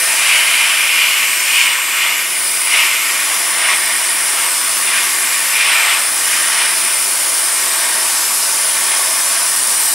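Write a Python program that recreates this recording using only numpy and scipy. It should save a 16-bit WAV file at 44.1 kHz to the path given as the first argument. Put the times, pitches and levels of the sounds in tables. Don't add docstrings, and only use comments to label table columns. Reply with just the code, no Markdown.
import sys
import numpy as np
from scipy import signal
from scipy.fft import rfft, irfft
from scipy.io import wavfile
from scipy.ndimage import uniform_filter1d

SR = 44100
rng = np.random.default_rng(int(sys.argv[2]) if len(sys.argv) > 2 else 0)


def persist_wave(psi):
    counts = np.round(np.clip(psi, -1, 1) * 32767).astype(np.int16)
    wavfile.write(sys.argv[1], SR, np.atleast_2d(counts).T)


def to_linear_factor(level_db):
    exponent = np.asarray(level_db, float) / 20
    return 10 ** exponent


N = 438354
HOP, SIZE = 128, 512

# (frequency [Hz], level [dB per Hz])
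JET_COLOUR = [(2500, -33), (3700, -14.5), (4500, -7), (5100, -5.5), (6500, -6.5), (7600, -2), (8600, 1.3),
              (9700, 2), (10700, -1.5), (11400, -7.5), (13300, -7.5), (14300, -16), (14800, -22),
              (15700, -11)]
# (frequency [Hz], level [dB per Hz])
GRIT_COLOUR = [(25, -53), (60, -32), (150, -26.5), (300, -14), (500, -11.5), (800, -6), (1000, -0.5),
               (1500, -2.6), (2000, -1), (3000, -4.5), (4000, -8), (6000, -6.5), (16000, -50)]
# (frequency [Hz], width [Hz], level [dB])
PANEL_MODES = [(82, 14, 6), (109, 11, 2.5), (171, 36, 0), (223, 13.4, 7.5), (267, 45, -2), (341, 51, 1),
               (390, 42, 3), (513, 22, 3), (576.6, 9, 7), (638, 41, 0), (673, 61, 4), (815, 40, -6),
               (913, 87, 0.5), (988, 59, -5), (1123.5, 31, 4.5), (1223, 140, -2.5), (1358, 22, 3.5),
               (1492, 48, 4), (1599, 39, 4.5), (1808, 140, 1), (1882, 63, -4), (2087, 84, 0.5),
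               (2176, 72, 1), (2397, 77, 5), (2590, 45, -4.5), (2704, 103, -2), (2912, 77, 4),
               (3084, 94, 0.5), (3294, 23, 2.5), (3444, 124, -0.5)]
# (frequency [Hz], width [Hz], level [dB])
GUN_MODES = [(3540, 260, 6), (3700, 90, 4.5), (4030, 58, -26), (4840, 190, -1), (5230, 130, -5.5),
             (5594, 135, -4.5), (6270, 110, -12.5), (6770, 75, -17), (7170, 69, -5)]
# (delay [ms], level [dB])
NEAR_ECHOES = [(.6, -23), (.84, -26), (1.08, -19), (1.81, -25), (2.29, -26), (4.1, -20), (4.3, -23),
               (5.01, -23), (6.97, -23)]
# (time [s], hiss level [dB], place on the panel [0 folded end to 1 flat part])
GUN_HOLD = [(0, -15, 0.51), (.35, -16, 0.27), (.9, -18.2, .1), (1.4, -18, 0), (1.6, -16.5, 0),
            (1.75, -20, 0.15), (2.22, -20, 0), (2.43, -16.2, 0.22), (2.78, -16.5, 0.21),
            (2.92, -18.5, 0.22), (3.3, -17, .8), (4.5, -16, 0.7), (5.9, -16.8, 0.54), (6.25, -15.4, 0.66),
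            (7.1, -15.2, .7), (8, -15.5, 1), (9, -15, 0.72), (9.94, -14, 0.87)]
# (time [s], roar level [dB], rise [s], fall [s], part of the roar that reaches the whole panel [0 to 1])
EDGE_CATCHES = [(.33, -13.5, 0.18, 0.32, 0.53), (.68, -14, 0.55, 0.29, 0.56),
                (1.02, -12.5, 0.23, 0.4, 0.48), (1.61, -12, 0.17, 0.19, 0.5), (2.05, -15, 0.3, 0.22, 0.58),
                (2.74, -13, .03, 0.26, 0.68), (2.82, -15, 0.2, 0.08, 0.35), (2.92, -17.5, 0.12, 0.52, 0.29),
                (3.71, -15, 0.11, 0.066, .5), (3.89, -20.5, 0.21, 0.13, 0.28), (4.15, -24, .3, 0.19, 0.31),
                (4.4, -23.5, .3, 0.37, 0.47), (4.98, -16, 0.19, 0.12, 0.35),
                (5.35, -22.5, 0.45, 0.14, 0.35), (5.59, -16.5, 0.11, .3, 0.18),
                (5.72, -16, 0.18, .25, 0.68), (5.91, -13.5, 0.18, 0.092, 0.47), (6.32, -20, 0.13, 0.47, .4),
                (6.62, -18.5, 0.19, 0.12, 0.64), (6.86, -23, 0.12, 0.12, 0.25), (7.58, -28.5, .1, .4, 0.24),
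                (7.84, -28.5, .2, 0.41, 0.41), (8.97, -26.5, 0.38, 0.16, 0.66),
                (9.36, -27.5, 0.19, 0.15, 0.83)]
# (middle time [s], length [s], extra bounce path [cm], extra bounce strength [gain])
HAND_LIFTS = [(0, 0.38, 1.2, 0.016), (1.092, 0.75, -0.7, 0.14), (1.5, 0.83, -1.26, 0.14),
              (1.957, 0.98, -1.17, .27), (2.523, 0.76, 0.85, 0.11), (2.95, 0.58, -.8, 0.19),
              (3.299, .4, -0.12, .05), (3.8, 0.9, 1.16, .22), (4.16, .25, .4, 0.13),
              (4.516, 0.78, 1.45, 0.11), (4.898, .25, 0.79, .15), (5.103, .2, -0.27, 0),
              (5.302, 0.19, -9, 0.013), (5.502, 0.23, -.6, 0.052), (5.853, 0.74, 2.0, 0.24),
              (6.66, 0.74, 0.67, 0.27), (7.002, 0.57, 0.86, 0.14), (7.302, 0.24, .3, .15),
              (7.693, 0.9, 1.4, 0.039), (8.27, .45, -.55, 0.039), (8.663, .4, 0.45, 0.13),
              (8.93, 0.24, 0.7, .15), (9.125, .25, 0.9, 0.13), (9.403, 0.21, 0.55, 0.15),
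              (9.52, .15, 0.38, .05), (9.64, .15, 0.86, .2), (9.852, .35, 2.1, 0.1)]
# (frequency [Hz], level [dB])
LEFT_RIGHT = [(60, -45), (150, -12), (400, -29), (1200, -28), (2400, -14), (4200, -18.5), (6200, -10.5),
              (8000, -16.5), (10000, -20), (12000, -12.5), (15000, -15)]

REST_CM, REST_BOUNCE = 6.23, 0.2
BRISK = 1.07
BRIGHT_DB, DULL_PER_GRIT, MEAN_GRIT_DB = 0.75, 0.43, -27
GRIT_FOLD_DB, GRIT_FLAT_DB = -34, -27.5
IDLE_ROAR_DB = -29
ROAR_FOLD_HZ, ROAR_FLAT_HZ, ROAR_HZ_PER_DB = 2390, 2030, 12.5
WASH_FLAT_DB = 2.5
THROB_HZ, THROB_DEPTH = 91.5, 0.043
LEAN_DB = 0.6
LOW_CUT_HZ, TOP_HZ = 65, 15735


def jet():
    hz, t, z = frames(hail(30000, 0.45))
    jet_db = columns(GUN_HOLD, t)[0]
    grit_db = stream(t)[0]
    bright_db = BRIGHT_DB - DULL_PER_GRIT * (grit_db - MEAN_GRIT_DB)
    tilt_db = bright_db * np.log2((hz + 1) / 9000)
    path_cm, strength = nozzle(t)
    mirror = np.clip((hz - 4000) / 6000, 0.2, 1.3)
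    mirror = mirror * np.clip((22000 - hz) / 8500, 0.3, 1)
    late = np.exp(-2j * np.pi * hz * path_cm / 34300)
    again = 0.045 * mirror
    bounce = np.clip(strength * mirror, 0, 0.7) * late / (1 + again * late)
    comb = abs(1 + bounce)
    flicker_db = patches(z.shape, 0.75)
    streaks_db = patches(z.shape, 1.0, tall=2, wide=87)
    motion = comb * to_linear_factor(tilt_db + flicker_db + streaks_db)
    hiss = shaped(z, motion, JET_COLOUR, hz, (4500, 15000), jet_db)
    f = np.fft.rfftfreq(N, 1 / SR)
    echoes = 1 - sum(to_linear_factor(db) * np.exp(-2j * np.pi * f * ms / 1000) for ms, db in NEAR_ECHOES)
    return irfft(hiss * echoes * (to_linear_factor(-0.5) + modes(GUN_MODES)), N)


def nozzle(t):
    at, length, extra_cm, extra = np.transpose(HAND_LIFTS)[:, :, None]
    turn = np.pi * np.clip((t - at) / length, -0.5, 0.5)
    swing = np.minimum(BRISK * np.cos(turn) ** 2, 1)
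    return REST_CM + (extra_cm * swing).sum(0), REST_BOUNCE + (extra * swing).sum(0)


def steel():
    hz, t, z = frames(hail(20000, 0.8))
    grit_db, edge_db, edge_hz = stream(t)
    octaves = np.log2((hz + 1) / edge_hz)
    hump = 0.77 * np.exp(-(octaves / 0.36) ** 4) + 0.5 * np.exp(-(octaves / 1.18) ** 4)
    shoulder = 0.5 * np.exp(-((octaves - 0.75) / 0.3) ** 2)
    roar_db = (edge_db - grit_db - 0.5) * (hump + shoulder)
    steady = np.clip(np.log2(700 / (hz + 1)), 0, 1) * 1.2
    place = columns(GUN_HOLD, t)[1]
    wash_db = WASH_FLAT_DB * steady * (place - 0.5)
    spot_db = patches(z.shape, 1.17, tall=2, wide=188)
    flicker_db = patches(z.shape, 0.41)
    motion = to_linear_factor(wash_db + roar_db + flicker_db + spot_db * (1 - steady))
    drive = shaped(z, motion, GRIT_COLOUR, hz, (700, 1700), grit_db, steady)
    return irfft(drive * (to_linear_factor(-6.0) + modes(PANEL_MODES) * to_linear_factor(-3)), N)


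def stream(t):
    place = np.clip(columns(GUN_HOLD, t)[1], 0, 1.2)
    at, peak_db, rise, fall, share = np.transpose(EDGE_CATCHES)[:, :, None]
    away = np.where(t < at, (at - t) / rise, (t - at) / fall)
    power = to_linear_factor(2 * peak_db - 20 * away) + 1e-20
    edge_db = 10 * np.log10(to_linear_factor(2 * IDLE_ROAR_DB) + power.sum(0))
    over_db = edge_db - IDLE_ROAR_DB
    spread = (share * power).sum(0) / power.sum(0)
    grit_db = GRIT_FOLD_DB + (GRIT_FLAT_DB - GRIT_FOLD_DB) * place + over_db * spread
    edge_hz = ROAR_FOLD_HZ + (ROAR_FLAT_HZ - ROAR_FOLD_HZ) * place + ROAR_HZ_PER_DB * over_db
    return grit_db, edge_db, edge_hz


def throb():
    drift = uniform_filter1d(rng.standard_normal(N), 20000)
    turns = np.cumsum(THROB_HZ + 0.37 * drift / drift.std()) / SR
    return 1 + THROB_DEPTH * (np.cos(2 * np.pi * turns) + 0.5 * np.cos(4 * np.pi * turns))


def hail(per_s, spread_db):
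    size = to_linear_factor(spread_db * np.minimum(rng.exponential(1, N), 5)) * rng.standard_normal(N)
    hits = size * (rng.random(N) < per_s / SR)
    return hits / hits.std()


def modes(table):
    f = np.fft.rfftfreq(N, 1 / SR)
    return sum(to_linear_factor(db) * width / (width + 2j * (f - hz)) for hz, width, db in table)


def patches(shape, patchy_db, tall=6, wide=20):
    field = uniform_filter1d(rng.standard_normal(shape), int(tall), 0)
    field = uniform_filter1d(field, int(wide), 1)
    return patchy_db * field / field.std()


def shaped(drive, motion, colour, hz, band, level_db, steady=0):
    inside = (hz > band[0]) & (hz < band[1])
    band_rms = np.sqrt(((motion * to_linear_factor(read(colour, hz)) * inside) ** 2).mean(0))
    hold_db = level_db - 20 * np.log10(band_rms)
    hold_db = hold_db - steady * (hold_db - hold_db.mean())
    moved = unframe(drive * motion * to_linear_factor(hold_db))
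    return rfft(moved) * to_linear_factor(read(colour, np.fft.rfftfreq(N, 1 / SR)))


def frames(x):
    hz, t, z = signal.stft(x, SR, nperseg=SIZE, noverlap=SIZE - HOP)
    return hz[:, None], t, z


def unframe(z):
    return signal.istft(z, nperseg=SIZE, noverlap=SIZE - HOP)[1][:N]


def read(points, hz):
    f, value = np.transpose(points)
    return np.interp(np.log(hz + 1), np.log(f + 1), value)


def columns(rows, t):
    s, *rest = np.transpose(rows)
    return [np.interp(t, s, c) for c in rest]


def scene():
    mid = (jet() + steel()) * throb()
    scatter = rfft(rng.standard_normal(1500), N)
    scattered = irfft(rfft(mid) * scatter / abs(scatter), N)
    hz, t, z = frames(scattered)
    quick_db = patches(z.shape, 6.3, tall=5.4, wide=8.3)
    slow_db = patches(z.shape, 1.1, tall=10, wide=100)
    side = 0.48 * unframe(z * to_linear_factor(read(LEFT_RIGHT, hz) + quick_db + slow_db))
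    return np.array([mid + side, mid - side]) * to_linear_factor([[LEAN_DB / 2], [-LEAN_DB / 2]])


def roll_off(x):
    return signal.sosfilt(signal.butter(12, 15990, fs=SR, output="sos"), x)


def record(dry):
    held = 1.05 * np.tanh(dry / 1.05)
    f = np.fft.rfftfreq(N, 1 / SR)
    band = (f < TOP_HZ) * f ** 2 / np.sqrt(f ** 4 + LOW_CUT_HZ ** 4)
    mix = irfft(rfft(held) * band, N)
    return roll_off(mix)


dry = scene()
out = record(dry)
persist_wave(out)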